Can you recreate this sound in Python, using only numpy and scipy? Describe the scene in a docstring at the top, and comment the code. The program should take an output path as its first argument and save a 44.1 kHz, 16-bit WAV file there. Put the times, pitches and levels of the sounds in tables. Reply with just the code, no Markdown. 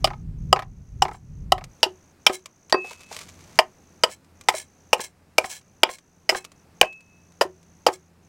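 """A broadaxe hews a timber on trestles in an open field, first a few metres off in a breeze, then close by.
Each chop jolts timber modes, rings the steel and tears fibres as a fading burst of clicks.
The axe rebounds in blunt knocks, rasps along the face as filtered catches, or swings free and rings as sines.
Chips drop and boots crunch shavings as coloured clicks; an insect trills in falling whistles.
Shaped noise makes wind and field, two sines a far engine; the recorder's gain ducks after loud blows."""
import sys
import numpy as np
from scipy import signal
from scipy.fft import rfft, irfft, next_fast_len
from scipy.io import wavfile
from scipy.ndimage import uniform_filter1d

SR = 44100
rng = np.random.default_rng(int(sys.argv[2]) if len(sys.argv) > 2 else 0)


def to_wav(s):
    """Save 16-bit WAV."""
    ch = np.atleast_2d(s).T  # columns
    pcm = np.round(np.clip(ch, -1, 1) * 32767)  # PCM
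    wavfile.write(sys.argv[1], SR, pcm.astype(np.int16))


N = 365148
TIME = np.arange(N) / SR
AGE = TIME[:SR // 4]  # time since a contact
MOVE_CLOSE_S = 1.69  # the microphone moves from a few metres off to close by


def from_db(db):
    """Decibels to gain."""
    return 10 ** (np.asarray(db) / 20)


def rms_one(x):
    """Scale to rms 1."""
    return x / np.sqrt(np.mean(x ** 2) + 1e-20)


def peak_one(x, size=256):
    """Scale so that the loudest few milliseconds have rms 1."""
    loudest_power = uniform_filter1d(x ** 2, size, mode="constant").max()
    return x / np.sqrt(loudest_power + 1e-20)


def energy_one(x):
    """Scale to a total energy of 1."""
    return x / np.sqrt(np.sum(x ** 2) + 1e-20)


def level(rows):
    """Gain along a curve of (time [s], level [dB])."""
    return from_db(np.interp(TIME, *np.transpose(rows)))


def decay(age, t60):
    """Exponential decay that falls by 60 dB in t60 seconds."""
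    return from_db(-60 * age / t60)


def swell(s, half_length):
    """A smooth rise and fall of height 1 around a time."""
    return np.exp(-((TIME - s) / half_length) ** 2)


def add(out, s, sound):
    """Mix a sound in at a time."""
    at = max(0, round(s * SR))
    out[at:at + len(sound)] += sound[:N - at]


def drift(rate):
    """Slow chance with spread 1: random knots at the given rate in Hz, joined by lines."""
    knots = np.arange(0, N / SR + 1, 1 / rate)
    return np.interp(TIME, knots, rms_one(rng.standard_normal(len(knots))))


def colour(x, spectrum):
    """Causal (minimum-phase) filter with the given spectrum."""
    size = 2 * next_fast_len(len(x))
    hz, db = np.transpose(spectrum)
    grid = np.maximum(np.arange(size // 2 + 1) * SR / size, 1)
    curve_db = np.interp(np.log(grid), np.log(hz), db)
    # folding the cepstrum onto positive time gives the minimum phase
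    cepstrum = irfft(np.log(from_db(curve_db)))
    cepstrum[1:size // 2] *= 2
    cepstrum[size // 2 + 1:] = 0
    return irfft(rfft(x, size) * np.exp(rfft(cepstrum)))[:len(x)]


def resonate(x, hz, width_hz):
    """One resonance with gain 1 on top."""
    r = np.exp(-np.pi * width_hz / SR)  # pole radius
    zeros = np.array([1, 0, -1]) * (1 - r * r) / 2
    poles = [1, -2 * r * np.cos(2 * np.pi * hz / SR), r * r]
    return signal.lfilter(zeros, poles, x + 1e-18)


def strike(force, modes, vary_db):
    """Modes under a force; the place of the blow gives each a strength of its own."""
    out = 0
    for k, (hz, width, db) in enumerate(modes):
        gain = from_db(db + vary_db * rng.standard_normal())
        shifted_hz = hz * (1 + .012 * rng.standard_normal())
        out = out + (-1) ** k * gain * resonate(force, shifted_hz, width)  # alternating sign
    return peak_one(out)


def favour(x, hz, width_hz, boost_db):
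    """Where and how deep the edge sits lifts one pitch above the rest."""
    return peak_one(x + (from_db(boost_db) - 1) * resonate(x, hz, width_hz))


def grains(per_s, spread_db, size):
    """Random clicks of uneven strength, rms 1."""
    strength = from_db(spread_db * np.minimum(rng.exponential(1, size), 4))
    clicks = strength * rng.choice([-1, 1], size)
    return rms_one(clicks * (rng.random(size) < per_s / SR))


def bite(length, tearing):
    """Force of a contact: one jolt, then fibres give way one after another while the edge slows."""
    fibres = grains(7000, 3.3, len(AGE)) * np.exp(-(AGE / max(length, .001)) ** 1.1)
    force = tearing * energy_one(fibres)
    force[0] += 1
    return force


# timber modes from each place of the microphone, strengths before chance: (centre [Hz], width [Hz], level [dB])
TIMBER_FAR_MODES = [(405.4, 130, -21.5), (524, 46, -12.5), (713, 170, -4), (816, 140, -2), (1032, 150, -9),
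                    (1280, 59, -7.5)]
TIMBER_NEAR_MODES = [(240, 640, -18.5), (383, 140, -5.5), (495, 110, -2.5), (625, 80, 0.5),
                     (755.6, 100, -3.5), (907, 110, -3), (1055, 39, -4), (1246, 80, -7), (1585, 62, -15.5)]


def timber_at(s):
    """The timber's modes as heard from the listener's place."""
    return TIMBER_FAR_MODES if s < MOVE_CLOSE_S else TIMBER_NEAR_MODES


def low_ring(hz=371, t60=.165, twin_hz=352, twin_t60=.1, twin=.6):
    """A close pair of long-lived low timber modes, which swell over a few cycles."""
    main_mode = np.sin(2 * np.pi * hz * AGE) * decay(AGE, t60)
    twin_mode = twin * np.sin(2 * np.pi * twin_hz * AGE) * decay(AGE, twin_t60)
    return -(main_mode + twin_mode) / (1 + twin) * (1 - np.exp(-AGE / .004))


# chops: (time [s], timber level [dB], strongest timber pitch [Hz], blade level [dB],
# strongest blade pitch [Hz], edge level [dB], fibre crack level [dB], bite length [s])
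CHOP_EVENTS = [(0.043, -12, 765, -16, 3000, -16.5, -26.5, 0.0067),
               (0.527, -5, 821, -12, 3000, -15.5, -29, 0.0031),
               (1.02, -7.5, 724, -16, 2930, -17, -27, 0.0063), (1.52, -7, 830, -14, 2910, -18, -25, 0.0034),
               (1.829, -12, 864, -8.5, 2776, -9.5, -21.5, 0.0073),
               (2.264, -14, 869, -6, 3134, -8.5, -16, 0.0045),
               (2.724, -10, 870, -20, 1840, -16.5, -44, 0.0017),
               (3.588, -7, 883, -9, 2890, -13.5, -22, 0.0054),
               (4.035, -10, 770, -11.5, 3030, -12.5, -24, 0.0058),
               (4.485, -9, 603, -13, 2166, -18, -20.5, 0.0064),
               (4.929, -8.5, 917, -10.5, 2626, -18.5, -20, 0.006),
               (5.381, -9, 630, -9, 2430, -16, -17, 0.0037),
               (5.832, -8, 851, -3.5, 2440, -10.5, -25, 0.0027),
               (6.291, -14, 729, -11, 2163, -13, -19.5, 0.0077),
               (6.812, -8.5, 759, -2.5, 2375, -13.5, -13, 0.0016),
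               (7.41, -9.5, 737, -18, 1743, -20.5, -24.5, 0.008),
               (7.864, -7, 778, -17.5, 3100, -19, -23.5, 0.0068)]
# steel held in the wood, body and edge, strengths before chance: (centre [Hz], width [Hz], level [dB])
BLADE_MODES = [(1890, 210, -5), (2401, 220, -5), (2934, 300, -1), (3260, 500, -5.5)]
EDGE_MODES = [(3890, 460, -11), (4770, 110, -4), (4820, 340, 0.5), (5520, 590, -5), (7600, 99, -10)]
# spectrum of tearing fibres: (frequency [Hz], density [dB per Hz])
CRACK_SPECTRUM = [(200, -8.5), (1500, 2.5), (4000, -2.5), (7000, 0), (10000, -4.5), (13000, -10.5),
                  (16000, -16)]
LOW_RING_LAG_S, LOW_RING_DB = 0.006, -17  # the low modes answer late; level against the thud, before their swell


def chops():
    """The edge bites: timber thuds, the steel rings briefly in the grip of the wood, fibres crack."""
    out = np.zeros(N)
    for s, timber_db, timber_hz, blade_db, blade_hz, edge_db, crack_db, length in CHOP_EVENTS:
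        timber = strike(bite(length, tearing=0.77), timber_at(s), vary_db=2.03)
        thud = from_db(timber_db) * favour(timber, timber_hz, width_hz=350, boost_db=4)
        steel_force = bite(length, tearing=2.4)
        body = strike(steel_force, BLADE_MODES, vary_db=3.5)
        blade = from_db(blade_db) * favour(body, blade_hz, width_hz=220, boost_db=11.0)
        edge = from_db(edge_db) * strike(steel_force, EDGE_MODES, vary_db=4.5)
        tearing_force = bite(length * 1.5, tearing=4.3)
        crack = from_db(crack_db) * peak_one(colour(tearing_force, CRACK_SPECTRUM))
        add(out, s + .001, thud + blade + edge + crack)
        add(out, s + LOW_RING_LAG_S, from_db(timber_db + LOW_RING_DB) * low_ring())
    return out


# spectrum of dry chips and shavings: (frequency [Hz], density [dB per Hz])
SHAVINGS_SPECTRUM = [(180, -51.5), (300, -17), (634, -7.5), (749, -15), (1120, -4), (1690, -11), (2400, -3),
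                     (2610, -7.5), (7320, -7.5), (16000, -28)]


def splinters():
    """Just after the cut the chip keeps splitting from the face, in a coarse, fading crackle."""
    out = np.zeros(N)
    for s, *_, crack_db, length in CHOP_EVENTS:
        snaps = grains(1800, 4, len(AGE)) * np.exp(-AGE / .022)
        crackle = peak_one(colour(snaps, SHAVINGS_SPECTRUM))
        add(out, s + 2 * length, from_db(crack_db - 19.5) * crackle)
    return out


# the axe rebounds onto the timber, once or in a short rattle: (time [s], first thud level [dB],
# first clack level [dB], low ring level before its swell [dB], touches [count])
REBOUND_EVENTS = [(0.072, -25, -30, -25.5, 3), (0.56, -22, -25, -45, 3), (1.051, -23, -27.5, -24, 4),
                  (1.579, -32.5, -36.5, -51, 2), (1.862, -30, -48, -19.5, 1), (2.295, -19.5, -28, -13.5, 1),
                  (2.741, -14.5, -21, -8.5, 1), (4.088, -36.5, -41, -35.5, 1), (4.538, -22, -29.5, -29, 1),
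                  (4.993, -27, -30.5, -30, 1), (5.441, -25, -25.5, -45, 1), (5.89, -27.5, -27.5, -51, 1),
                  (6.321, -23.5, -51, -18, 1), (6.347, -23, -22, -53, 1), (6.827, -16, -20.5, -25.5, 1),
                  (7.45, -41, -51, -19.5, 1), (7.882, -18.5, -22.5, -15, 1)]
# spectrum of a blunt clack: (frequency [Hz], density [dB per Hz])
CLACK_SPECTRUM = [(500, -6.5), (1200, -1), (2200, 1), (3000, -11), (5000, -14), (8000, -30.5),
                  (16000, -39.5)]
RATTLE_BITE_S, KNOCK_BITE_S = 0.0077, 0.0068  # contact length of a loose touch and of a single firm knock
TOUCH_GAP_S, TOUCH_LOSS_DB, TOUCH_LOSS_GROWTH = 0.0305, 3, 1.54  # the loss grows faster with every touch


def knocks():
    """Blunt second contacts, softer and duller than the cut; a loosely held axe rattles on for a few touches."""
    out = np.zeros(N)
    for s, timber_db, clack_db, ring_db, touches in REBOUND_EVENTS:
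        add(out, s, from_db(ring_db) * low_ring())
        for k in range(round(touches)):
            force = bite(RATTLE_BITE_S if touches > 1 else KNOCK_BITE_S, tearing=4.4)
            thud = from_db(timber_db) * strike(force, timber_at(s), vary_db=2.5)
            clack = from_db(clack_db) * peak_one(colour(force, CLACK_SPECTRUM))
            touch_gain = from_db(-TOUCH_LOSS_DB * k ** TOUCH_LOSS_GROWTH)
            add(out, s + .001 + k * TOUCH_GAP_S, touch_gain * (thud + clack))
    return out


# the blade slides along the hewn face: (time it bears on the face [s], level [dB], length under pressure [s])
SLIDE_EVENTS = [(1.129, -49, 0.022), (2.324, -30, 0.024), (4.096, -37.5, 0.033), (4.548, -27, 0.057),
                (4.998, -26.5, 0.054), (5.448, -32.5, 0.0058), (5.493, -29, 0.074), (5.895, -34, 0.053),
                (6.354, -29, 0.02), (7.928, -35.5, 0.0092)]
# spectrum of steel on grain: (frequency [Hz], density [dB per Hz])
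SLIDE_SPECTRUM = [(290, -29.5), (500, -6.5), (988, -7), (1250, -17), (2190, -2), (3490, -10), (7640, -1),
                  (14500, -17.5), (16000, -10)]
# resonances that the sliding blade excites, strengths before chance: (centre [Hz], width [Hz], level [dB])
RASP_MODES = [(1714, 50, -3), (2180, 76, 0), (3200, 160, -12), (4060, 47, -1), (5520, 180, -9.5),
              (6150, 100, -4), (7500, 43, -1), (8050, 150, -5), (9050, 110, -4.5)]
GRAZE_S, GRAZE_DB = 0.026, -16  # the blade grazes the face lightly before it bears on it
SLIDE_ATTACK_S, SLIDE_SAG_DB_PER_S = 0.002, 70.5
SLIDE_RELEASE_DB_PER_S = 511  # on top of the sag, once the pressure ends


def slides():
    """Steel rasps over the grain, clumps of tiny catches: it grazes, bears on the face, slows and lifts off."""
    out = np.zeros(N)
    pressed = np.maximum(AGE - GRAZE_S, 0)  # time under pressure
    attack = from_db(GRAZE_DB * np.exp(-pressed / SLIDE_ATTACK_S))
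    for s, db, length in SLIDE_EVENTS:
        lifted = np.maximum(pressed - length, 0)
        speed = attack * from_db(-SLIDE_SAG_DB_PER_S * pressed - SLIDE_RELEASE_DB_PER_S * lifted)
        grip = from_db(3 * drift(180)[:len(AGE)])
        catches = grains(3000, 3.5, len(AGE)) * grip * speed
        rasp = peak_one(colour(catches, SLIDE_SPECTRUM)) + strike(catches, RASP_MODES, vary_db=1.0)
        add(out, s - GRAZE_S, from_db(db) * peak_one(rasp))
    return out


# the blade glances off and rings freely: (time [s], lasting ring mode level before its swell [dB], clang modes
# level [dB])
FREE_RING_EVENTS = [(2.725, -16, -12), (6.301, -38.5, -44), (6.815, -21, -34.5)]
# shorter-lived clang modes of the free blade, relative strengths: (frequency [Hz], level [dB], 60 dB decay [s])
CLANG_MODES = [(1877, 1, 0.069), (4690, -1.5, 0.085), (4500, -6.5, 0.05), (7860, -25.5, 0.05),
               (10600, -22.5, 0.063)]
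BLADE_RING_HZ, BLADE_RING_T60_S = 2592, 0.48


def free_blade(beat_hz=3.3, twin_db=-15.0, twin_t60=0.76):
    """Out of the wood the steel clangs; its main ring mode lasts and beats against a weaker, slower-dying twin."""
    out = np.zeros(N)
    age = TIME[:SR]
    lasting = np.sin(2 * np.pi * BLADE_RING_HZ * age) * decay(age, BLADE_RING_T60_S)
    twin = np.cos(2 * np.pi * (BLADE_RING_HZ + beat_hz) * age) * decay(age, twin_t60)
    lasting -= from_db(twin_db) * twin
    lasting *= 1 - np.exp(-age / 0.085)  # the tone swells as the blade swings clear
    clang = sum(from_db(db) * decay(AGE, t60) * np.sin(2 * np.pi * hz * AGE) for hz, db, t60 in CLANG_MODES)
    for s, lasting_db, clang_db in FREE_RING_EVENTS:
        add(out, s, from_db(lasting_db) * lasting)
        add(out, s, from_db(clang_db) * clang)
    return out


# chips snap off and drop, and shavings crackle under a shifting boot: (time [s], level [dB])
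TICK_EVENTS = [(1.6409, -34.5), (2.4583, -32.5), (2.6975, -40.5), (2.7061, -46), (2.9163, -42),
               (3.1653, -31.5), (3.1899, -35.5), (3.213, -38.5), (4.4115, -41.5), (5.9852, -43),
               (6.4439, -41.5), (6.4487, -34.5), (6.5182, -47), (6.927, -47.5), (7.0068, -51)]
# boots scuff the shavings: (time [s], crunch level [dB], crunch half length [s], knock level [dB])
SCUFF_EVENTS = [(2.845, -44.5, 0.05, -32.5), (2.91, -52, 0.0087, -36), (3.0, -48, 0.02, -54),
                (3.11, -40, 0.028, -34.5), (3.151, -44.5, 0.043, -50), (3.284, -56, 0.0086, -66)]
SHUFFLE_START_S, SHUFFLE_END_S, SHUFFLE_DB = 2.77, 3.58, -57.5  # light rustle while the feet shift
STRAY_CHIPS, STRAY_CHIP_DB = 10, -56.5  # small crumbs land at random


def shavings():
    """Dry chips tick as they snap and land; a boot knocks on loose wood, then crunches the shavings in clumps."""
    clumps = grains(3900, 5, N) * from_db(2.5 * drift(120))
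    crunch = rms_one(colour(clumps, SHAVINGS_SPECTRUM))
    shuffling = (TIME > SHUFFLE_START_S) & (TIME < SHUFFLE_END_S)
    out = from_db(SHUFFLE_DB) * shuffling * crunch
    for s, crunch_db, half_length, knock_db in SCUFF_EVENTS:
        out += from_db(crunch_db) * swell(s + half_length, half_length) * crunch
        knock = strike(bite(0.0093, tearing=2.8), TIMBER_NEAR_MODES, vary_db=4.5)
        add(out, s, from_db(knock_db) * knock)
    stray_times = rng.uniform(MOVE_CLOSE_S, N / SR, size=STRAY_CHIPS)
    strays = [(s, STRAY_CHIP_DB) for s in stray_times]
    for s, db in list(TICK_EVENTS) + strays:
        tick = peak_one(colour(bite(0.005, tearing=2.3), SHAVINGS_SPECTRUM))
        add(out, s, from_db(db) * tick)
    return out


def yard(x, t60, wet_db):
    """Dull, short scatter from trestles, ground and stacked timber, as convolution with fading noise."""
    scatter = rng.standard_normal(len(AGE)) * decay(AGE, t60) * (1 - np.exp(-AGE / 0.018))
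    # (frequency [Hz], gain [dB])
    dullness = [(200, 0), (600, 0), (1200, -3), (2500, -10), (5000, -17), (16000, -22)]
    response = colour(energy_one(scatter), dullness)
    return from_db(wet_db) * signal.fftconvolve(x, response)[:N]


# insect trills: (start [s], end [s], level [dB])
TRILL_EVENTS = [(0, 0.237, -65), (0.376, 1.45, -67.5), (1.692, 2.122, -62), (2.204, 4.129, -62.5),
                (4.353, 5.078, -63.5), (5.405, 6.472, -66), (6.556, 6.632, -63.5), (6.751, 8.088, -64),
                (8.226, 8.281, -66.5)]


def insect(pulses_per_s=58, top_hz=6800, fall_hz=1250):
    """Each wing stroke is a short whistle that falls in pitch, over the rasp of the file."""
    stroke = np.cumsum(pulses_per_s * (1 + 0.0042 * drift(13))) / SR % 1  # place within the stroke, 0 to 1
    hz = top_hz - fall_hz * stroke + 200 * drift(1500)
    tone = np.sin(2 * np.pi * np.cumsum(hz) / SR)
    whistle = rms_one(tone * from_db(4.8 * drift(920)))
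    band = signal.butter(2, [5750, 6600], "band", fs=SR, output="sos")
    rasp = rms_one(signal.sosfilt(band, rng.standard_normal(N)))
    pulse = .15 + np.sin(np.pi * stroke) ** 2
    song = rms_one(pulse * (whistle + 0.68 * rasp))
    gain = sum(from_db(db) * ((TIME >= start) & (TIME < end)) for start, end, db in TRILL_EVENTS)
    return song * uniform_filter1d(gain, size=1024)  # soft starts and ends


# gusts on the microphone, on top of the steady breeze: (time of the height [s], level [dB])
GUST_EVENTS = [(0.0, -32.5), (0.27, -39), (0.49, -30.5), (1.0, -40), (1.419, -38)]
# spectrum of wind on the microphone: (frequency [Hz], density [dB per Hz])
WIND_SPECTRUM = [(12, -31.5), (20, -7), (43, 4.5), (81, -1), (151, 0), (354, -27), (386, -25.5), (528, -35),
                 (600, -45), (780, -74), (1320, -120)]
BREEZE_DB, GUST_HALF_LENGTH_S, BREEZE_FADE_S = -38.5, 0.08, 0.03


def wind():
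    """Wind buffets the microphone as low, unsteady noise until it moves close."""
    exposed = np.exp(-np.maximum(TIME - MOVE_CLOSE_S, 0) / BREEZE_FADE_S)
    gusts = sum(from_db(db) * swell(s, GUST_HALF_LENGTH_S) for s, db in GUST_EVENTS)
    breeze = exposed * (from_db(BREEZE_DB) + gusts)
    buffeting = colour(rng.standard_normal(N), WIND_SPECTRUM) * from_db(3.2 * drift(10))
    return breeze * rms_one(buffeting)


# level of the field's murmur: (time [s], level [dB])
FIELD_LEVEL = [(0.0, -56), (0.3, -59.5), (1.5, -60), (1.75, -53), (2.6, -58.5), (3.5, -51.5), (4.2, -55.5),
               (6.1, -58), (6.7, -56), (8.28, -57.5)]
# spectrum of the murmur: (frequency [Hz], density [dB per Hz])
FIELD_SPECTRUM = [(20, -14.5), (53, -11.5), (80, -6.5), (170, -5.5), (380, -12), (560, -15.5), (750, -16.5),
                  (2000, -24.5), (2600, -25.5), (3200, -31.5), (5000, -30), (8000, -33), (16000, -41.5)]


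def field_murmur():
    """The open field murmurs: coloured noise along a level curve."""
    return level(FIELD_LEVEL) * rms_one(colour(rng.standard_normal(N), FIELD_SPECTRUM))


# far engine, levels before its trim and flutter: (time [s], firing tone level [dB], octave level [dB])
ENGINE_LEVELS = [(1.9, -61.5, -72.5), (2.57, -72.5, -74.5), (3.46, -58, -67), (3.66, -66, -73),
                 (4.85, -63.5, -70), (6.18, -70, -68), (6.7, -64.5, -63.5), (7.03, -68, -67),
                 (7.44, -61.5, -61.5), (8.28, -66.5, -64.5)]
ENGINE_HZ, ENGINE_TRIM_DB = 84.7, 2.5


def far_engine():
    """An engine hums unsteadily far away: its firing tone and the octave above, each wavering in level."""
    phase = 2 * np.pi * ENGINE_HZ * np.cumsum(1 + 0.016 * drift(11.0)) / SR
    s, firing_db, octave_db = np.transpose(ENGINE_LEVELS)
    firing = from_db(np.interp(TIME, s, firing_db) + 2 * drift(17)) * rms_one(np.sin(phase))
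    octave = from_db(np.interp(TIME, s, octave_db) + 2 * drift(9.6)) * rms_one(np.sin(2 * phase))
    return from_db(ENGINE_TRIM_DB) * (firing + octave)


# SQUEEZE is the share of the excess over the threshold that is taken off
THRESHOLD_DB, SQUEEZE, GAIN_ATTACK_S, RECOVERY_DB_PER_S = -23.5, 0.26, 0.042, 9


def gain_control(x):
    """The gain drops just after each loud blow and creeps back, so the background ducks and swells."""
    power = signal.lfilter([.01], [1, -.99], x ** 2)
    excess_db = np.maximum(10 * np.log10(power + 1e-12) - THRESHOLD_DB, 0)
    recovered_db = RECOVERY_DB_PER_S * TIME
    # the deepest cut so far holds, less what has been recovered since
    held_db = np.maximum.accumulate(SQUEEZE * excess_db + recovered_db, axis=-1) - recovered_db
    r = np.exp(-1 / (GAIN_ATTACK_S * SR))
    smooth_cut_db = signal.lfilter([1 - r], [1, -r], held_db)
    return x * from_db(-smooth_cut_db)


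FAR_SCATTER_DB = -2.5  # less scatter reaches the first, more open place of the microphone


def scene():
    """The work at the timber, its scatter and the field around it."""
    work = chops() + splinters() + knocks() + slides() + free_blade() + shavings()
    scattered = work * from_db(FAR_SCATTER_DB * (TIME < MOVE_CLOSE_S))
    background = insect() + wind() + field_murmur() + far_engine()
    return (work + yard(scattered, t60=.13, wet_db=-11) + background)[None]


CUTOFF_HZ = 16000


def record(dry):
    """The gain control is too slow for the hardest chops, which overload the input; the top is cut."""
    clipped = np.clip(gain_control(dry), -1, 1)
    lowpass = signal.ellip(10, .1, 70, CUTOFF_HZ, fs=SR, output="sos")
    return signal.sosfilt(lowpass, clipped)


dry = scene()
out = record(dry)
to_wav(out)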